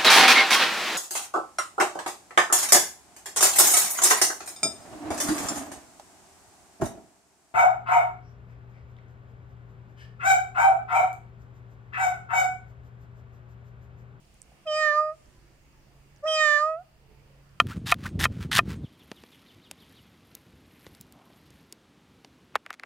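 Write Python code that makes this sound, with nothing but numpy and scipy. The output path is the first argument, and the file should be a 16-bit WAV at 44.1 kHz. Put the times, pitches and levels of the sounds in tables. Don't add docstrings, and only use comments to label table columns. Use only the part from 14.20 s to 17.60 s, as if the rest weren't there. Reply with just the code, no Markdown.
import sys
import numpy as np
from scipy import signal
from scipy.io import wavfile
from scipy.ndimage import uniform_filter1d

SR = 44100
rng = np.random.default_rng(int(sys.argv[2]) if len(sys.argv) > 2 else 0)


def ratio(d):
    e = np.asarray(d, float) / 20
    return 10 ** e


def dump_mix(stems):
    frames = np.atleast_2d(stems).T
    limited = np.clip(frames, -1, 1)
    pcm = np.round(limited * 32767).astype(np.int16)
    wavfile.write(sys.argv[1], SR, pcm)


N = 149940

# start_s [s], traffic_db [dB], air_db [dB]
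SWELLS = [
    (0, -1.5, 5),
    (.4, -2.5, 7.5),
    (1.1, -5, 9.5),
    (1.45, -2.5, 2),
    (1.8, 0, 1.5),
    (2.7, -5, 0),
    (2.95, 1, -3),
    (3.4, -1.5, 3),
]


def track(rows, col):
    rows = np.array(rows, float)
    return np.interp(np.arange(N) / SR, rows[:, 0], rows[:, col])


def by_hz(table, hz):
    table = np.array(table)
    return np.interp(np.log(hz), np.log(table[:, 0]), table[:, 1])


def unit(x):
    return x / np.sqrt(np.mean(x ** 2))


def walk(rate_hz):
    k = max(int(SR / rate_hz), 1)
    once = uniform_filter1d(rng.standard_normal(N), k)
    return unit(uniform_filter1d(once, k))


def band(x, hz, width_hz):
    return signal.lfilter(*signal.iirpeak(min(hz, .45 * SR), hz / width_hz, SR), x)


def room_noise(hz, width_hz, swell_db):
    # pitch_hz [Hz], likeness [0 to 1]
    alike = [
        (130, .84),
        (290, .73),
        (640, .4),
        (1400, .15),
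        (3000, 0),
    ]
    # pitch_hz [Hz], left_minus_right_db [dB]
    lean = [(200, -3), (700, -1), (2400, -3.5), (8100, 1)]
    likeness = np.clip(by_hz(alike, hz), -.9, .99)
    mid, side = band(rng.standard_normal((2, N)), hz, width_hz)
    both = np.sqrt(1 + likeness) * mid + np.sqrt(1 - likeness) * side * np.array([[1], [-1]])
    lean_db = by_hz(lean, hz) * np.array([[.5], [-.5]])
    return unit(both) * ratio(swell_db + lean_db)


def room_air():
    # pitch_hz [Hz], level_db [dB per Hz]
    room = [(12, -29), (20, 5.5), (106, -24), (137, -15.5), (166, -14), (427, -15.5), (519, -11),
            (958, -18.5), (15500, -27.5)]
    # pitch_hz [Hz], gain_db [dB]
    shell = [(2800, 5.5), (3550, -3.5), (4500, 0.5), (9000, -0.5), (11300, -7), (15500, -0.5)]
    air = 0
    for hz in 22 * 2 ** np.arange(0, 9.6, 1 / 3):
        high = hz / (hz + 3300.0)
        traffic_db = track(SWELLS, 1) + 3.6 * walk(7.6)
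        air_db = track(SWELLS, 2) * (hz < 1e4)
        swell_db = (1 - high) * traffic_db + high * air_db
        noise = band(room_noise(hz, hz / 3, swell_db), hz, hz / 3)
        air = air + ratio(by_hz(room, hz) + by_hz(shell, hz)) * np.sqrt(hz) * noise
    return unit(air) * ratio(-63)


def engine_drone():
    # pitch_hz [Hz], width_hz [Hz], level_db [dB]
    room_rings = [(26, 11, -68.5), (53, 12, -62), (100.4, 18, -67), (138.25, 3, -62), (198.5, 18, -71.5),
                  (287.7, 15, -75.5), (340, 18, -78), (408, 12, -83.5), (2700, 420, -76.5),
                  (4800, 500, -79), (14800, 700, -87)]
    return sum(ratio(db) * room_noise(hz, width_hz, track(SWELLS, 1) / (1 + hz / 1300.0))
               for hz, width_hz, db in room_rings)


def street_hums():
    # middle_s [s], half_length_s [s], pitch_hz [Hz], width_hz [Hz], level_db [dB]
    hums = [(1.25, .16, 345, 50, -66), (2.93, .12, 430, 12, -67), (3.0, .02, 2205, 30, -75),
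            (1.5, .13, 6645, 12, -78), (1.06, .04, 55, 25, -58), (1.3, .05, 136, 10, -62),
            (1.46, .03, 55, 25, -61), (.46, .04, 136, 10, -62), (1.12, .08, 3200, 700, -77),
            (1.8, .15, 1250, 200, -78), (2.72, .05, 620, 30, -72), (2.9, .1, 220, 160, -68),
            (1.15, .12, 90, 80, -64)]
    t = np.arange(N) / SR
    return sum(ratio(db) * room_noise(hz, width_hz, 0) * np.exp(-((t - middle_s) / half_s) ** 2)
               for middle_s, half_s, hz, width_hz, db in hums)


def vehicle_whine():
    # start_s [s], pitch_hz [Hz], level_db [dB]
    whine = [
        (1.05, 1023, -81),
        (1.22, 988, -71.5),
        (1.42, 949, -81.5),
        (1.56, 900, -74),
        (1.7, 717, -70),
        (1.85, 618, -82.5),
        (1.95, 626, -85),
    ]
    t = np.arange(N) / SR
    hz = track(whine, 1) * (1 + .018 * walk(45))
    tone = np.sin(2 * np.pi * np.cumsum(hz) / SR)
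    heard = (t > whine[0][0]) * (t < whine[-1][0])
    return tone * ratio(track(whine, 2) + 5 * walk(14)) * heard


def bedroom():
    return room_air() + engine_drone() + street_hums() + vehicle_whine()


def ticks():
    # start_s [s], peak_db [dB], pitch_hz [Hz], left_minus_right_db [dB]
    tick_list = [(0.052, -59, 4800, 1), (.1435, -54, 8550, 3), (.144, -69, 13000, 0),
                 (.218, -35.5, 7850, -11), (0.228, -51, 8400, -17), (.565, -43, 7810, -7),
                 (.579, -53, 8100, 4), (.468, -54, 7800, 1), (.777, -57.5, 6560, 6), (.975, -69.5, 7500, 8),
                 (1.059, -58, 5200, -6), (1.526, -60.5, 4910, 2.5), (1.962, -53.5, 5620, -10),
                 (1.973, -56, 5510, -6), (3.293, -61.5, 4680, 11)]
    lead_s, half_length_s, sharpness = .005, .0007, 2.6
    out, t = np.zeros((2, N)), np.arange(4000) / SR
    for start_s, db, hz, pan_db in tick_list:
        burst = rng.standard_normal(4000) * np.exp(-((t - lead_s) / half_length_s) ** 2)
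        for _ in range(3):
            burst = band(burst, hz, hz / sharpness)
        sides_db = db + np.array([[pan_db], [-pan_db]]) / 2
        i = int((start_s - lead_s) * SR)
        out[:, i:i + 4000] += ratio(sides_db) * burst / np.abs(burst).max()
    return out


def bedding_bumps():
    # start_s [s], peak_db [dB], pitch_hz [Hz]
    bumps = [
        (.319, -52, 750),
        (1.048, -52, 54),
        (1.18, -50, 50),
        (2.494, -42, 950),
    ]
    out, t = np.zeros((2, N)), np.arange(4000) / SR
    for start_s, db, hz in bumps:
        i = int(start_s * SR)
        out[:, i:i + 4000] += ratio(db) * np.sin(2 * np.pi * hz * t) * np.exp(-t * hz / 2.6)
    return out


def bell(hz, centre_hz, width_hz):
    return 1 - (hz / centre_hz) ** 2 + 1j * hz * width_hz / centre_hz ** 2


def vocal_tract(hz, centres_hz, widths_hz, leak):
    nose_hz, nose_width_hz = 2560, 600
    notch_hz = nose_hz + 890 * leak
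    notch_width_hz = nose_width_hz + (400 - nose_width_hz) * np.abs(leak)
    nose = bell(hz, notch_hz, notch_width_hz) / bell(hz, nose_hz, nose_width_hz)
    rings = [bell(hz, centre, width) for centre, width in zip(centres_hz, widths_hz)]
    return nose / np.prod(rings, axis=0)


def meow(pitch, voice, mouth, palate, lips):
    # throat, third resonance [Hz]
    upper_widths_hz = [400, 1240]
    # left_db [dB], right_db [dB],
    # left_change_db and right_change_db [dB per % of pitch]
    bedding_path = [(-0.4, 0.5, 0.5, 0.7), (-3.1, 3.5, -0.2, 0.1), (-14.3, -1.7, -0.1, -0.9),
                    (-9.0, -16.7, 0.9, -0.2), (-13.2, -5.7, 1.2, 1.1), (-20.3, -12.0, -1.0, -0.6),
                    (-14.7, -15.6, -0.1, -1.0), (-1.1, -4.8, -0.3, 0.3), (-7.0, 1.2, -0.4, 0.6),
                    (-14.9, 2.9, -0.4, -0.6), (-13.6, 5.4, -0.1, -0.7), (-8.5, 12.5, -0.6, -0.1),
                    (5.4, 7.2, 2.1, -2.2), (13.0, 5.9, 0.5, 1.9), (12.4, 6.2, -0.9, 0.3),
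                    (9.8, 4.2, -0.0, 0.1), (0.2, -2.0, 0.0, -0.0)]
    # middle_s [s], hoarseness_db [dB], half_length_s [s]
    catches = [
        (.667, -21, .004),
        (.685, -30, .003),
        (.70, -28, .004),
        (2.056, -14, .002),
        (2.09, -28, .005),
        (2.145, -30, .003),
        (2.162, -24, .005),
        (2.25, -28, .004),
        (2.295, -26, .003),
        (2.425, -28, .004),
    ]
    # start_s [s], level_db [dB re 1 radian]
    hoarseness = [
        (.45, -40),
        (.55, -41),
        (.64, -36),
        (.72, -38),
        (.85, -46),
        (2.05, -38),
        (2.2, -35),
        (2.28, -32),
        (2.4, -35),
        (2.5, -46),
    ]
    # pitch_hz [Hz], lag [radians]
    port_lag = [(600, -.1), (4300, 2.2), (5300, 1.9), (7400, 4.5), (8600, 5.6), (10500, 6.2)]
    shut_hz, shut_damp_hz = 900, 900
    pulse_skew = -1.0
    start_s, end_s = voice[0][0], voice[-1][0]
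    span = slice(int((start_s - .03) * SR), int((end_s + .03) * SR))
    t = (np.arange(N) / SR)[span]

    def soft(rows, col):
        return uniform_filter1d(track(rows, col), size=400)[span]

    hz = uniform_filter1d(soft(pitch, 1), size=700) * (1 + .0015 * walk(5.7)[span])
    phase = 2 * np.pi * np.cumsum(hz) / SR
    on = uniform_filter1d(1. * (t > start_s) * (t < end_s), size=300)
    catch = sum(ratio(db) * np.exp(-((t - middle_s) / half_s) ** 2) for middle_s, db, half_s in catches)
    hoarse = ratio(soft(hoarseness, 1) + 1.2 * walk(51)[span]) + catch
    chance = walk(1100)[span]
    gust = walk(700) + 1j * walk(700)
    breath = ratio(soft(palate, 3) + 4 * walk(45)[span]) + ratio(-4) * catch

    opened = np.clip((t - lips[0]) / lips[1], 0, 1)
    centres_hz = [shut_hz + (soft(mouth, 1) - shut_hz) * opened, soft(mouth, 2), soft(mouth, 3)]
    leak = np.clip(soft(palate, 2), -1, 1.1)
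    mouth_width_hz = soft(palate, 1) + shut_damp_hz * (1 - opened)
    throat_width_hz = upper_widths_hz[0] * (1 - .5 * np.maximum(leak, 0))
    widths_hz = [mouth_width_hz, throat_width_hz, upper_widths_hz[1]]

    size = np.sqrt(2) * ratio(soft(voice, 1)) * on / np.abs(vocal_tract(hz, centres_hz, widths_hz, leak))
    off_percent = 100 * (hz / 612 - 1)
    slope_db = soft(mouth, 4)
    out = np.zeros((2, N))
    for k, (left_db, right_db, left_change, right_change) in enumerate(bedding_path, 1):
        slip = hoarse * (.8 * chance + .6 * np.roll(chance, 97 * k))
        tone = vocal_tract(k * hz, centres_hz, widths_hz, leak)
        tone = tone * np.exp(1j * (k ** 1.75 * slip / 8.5 + pulse_skew))
        air = breath * (k / 2.4) ** .85 * np.roll(gust, 5003 * k)[span]
        air = air * vocal_tract((k + .5) * hz, centres_hz, widths_hz, leak) * np.exp(.5j * phase)
        tone = size * ratio(slope_db * np.log2(k)) * (tone + air) * np.exp(1j * k * phase)
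        lag = np.interp(k * hz, *np.array(port_lag).T)
        out[0, span] += ratio(left_db + left_change * off_percent) * tone.imag
        out[1, span] += ratio(right_db + right_change * off_percent) * (tone * np.exp(-1j * lag)).imag
    return out


def kitten():
    # start_s [s], pitch_hz [Hz]
    pitches = [
        [(.455, 637), (.48, 619), (.525, 609.3), (.59, 620.2), (.645, 611.5), (.72, 594.3), (.81, 614.2),
         (.915, 618.6), (.975, 674)],
        [(2.025, 579), (2.075, 633), (2.14, 628.6), (2.22, 618.2), (2.29, 596.2), (2.38, 591.2), (2.49, 634.6),
         (2.555, 639.6), (2.63, 755)],
    ]
    # start_s [s], level_db of the fundamental [dB]
    voices = [
        [(.455, -56), (.471, -32.5), (.515, -27), (.63, -29.5), (.69, -29.5), (.84, -29.5), (.9, -32.5),
         (.925, -39.5), (.975, -84.5)],
        [(2.025, -53), (2.04, -28), (2.075, -28), (2.2, -29.5), (2.36, -31), (2.5, -31.5), (2.55, -35),
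         (2.615, -57.5), (2.65, -91.5)],
    ]
    # start_s [s], mouth_hz [Hz], throat_hz [Hz], upper_hz [Hz] of a third, higher resonance,
    # source_slope_db [dB per octave]
    mouths = [
        [(.475, 3030, 5190, 8630, -13.5), (.51, 3170, 5330, 8200, -12.5), (.545, 2920, 5230, 8100, -9.5),
         (.585, 2210, 4800, 8370, -6), (.63, 1966, 4290, 7130, -4), (.71, 1750, 3980, 6330, -6),
         (.79, 1236, 4600, 6720, -4.5), (.84, 1038, 4890, 7590, -6.5), (.97, 1017, 4830, 8460, -8)],
        [(2.05, 2900, 5470, 7610, -10), (2.095, 3200, 5350, 8900, -10.5), (2.14, 3080, 5450, 8700, -7.5),
         (2.175, 2600, 4537, 7300, -5), (2.21, 2004, 3970, 7240, -1.5), (2.36, 1837, 3840, 6730, -3.5),
         (2.44, 1188, 4570, 7140, -4), (2.54, 975, 4320, 7560, -4.5), (2.64, 1223, 4630, 9060, -14)],
    ]
    # start_s [s], mouth_width_hz [Hz], leak [nasal notch from below -1 to above +1 of the nose ring],
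    # breath_db [dB re the tone]
    palates = [
        [(.46, 300, -0.73, -23), (.49, 202.2, -0.19, -50), (.53, 298, -0.038, -52.5), (.57, 525, 0, -33.5),
         (.62, 236, 0.036, -42.5), (.70, 223.6, 0.024, -39.5), (.78, 216, 0.34, -39.5), (.85, 236, 0.9, -41.5),
         (.95, 231, 1, -40)],
        [(2.04, 300, 0.03, -30), (2.065, 300, 0.03, -31), (2.1, 230, 0.0033, -36), (2.17, 500, 0.03, -41),
         (2.22, 241, 0.0033, -40.5), (2.3, 241, 0.0033, -35.5), (2.41, 237, 0.067, -33.5),
         (2.46, 235, 0.26, -36), (2.53, 233, 0.98, -45)],
    ]
    # part_s [s], opening_time_s [s]
    lip_moves = [
        (.453, .024),
        (2.052, .028),
    ]
    return sum(meow(*call) for call in zip(pitches, voices, mouths, palates, lip_moves))


def room_tail(cat):
    t60_s, top_hz = 0.57, 840
    t = np.arange(SR // 2) / SR
    tail = rng.standard_normal((2, SR // 2)) * ratio(-60 * t / t60_s) * np.minimum(t / .02, 1)
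    tail = signal.lfilter(*signal.butter(2, top_hz, fs=SR), tail)
    tail = tail / np.sqrt(np.sum(tail ** 2) / 2)
    return ratio(-37.5) * signal.fftconvolve(cat.mean(0)[None], tail, axes=1)[:, :N]


def turn_down(cat):
    duck_db, duck_from_db, duck_s = -4, -39, 0.046
    power = uniform_filter1d(np.mean(cat ** 2, 0), int(duck_s * SR))
    return ratio(duck_db * power / (power + ratio(2 * duck_from_db)))


def scene():
    cat = kitten()
    return cat + room_tail(cat) + turn_down(cat) * bedroom() + ticks() + bedding_bumps()


def roll_off(x):
    return signal.sosfilt(signal.butter(12, 15690, fs=SR, output="sos"), x)


def record(dry):
    return roll_off(dry)


dry = scene()
out = record(dry)
dump_mix(out)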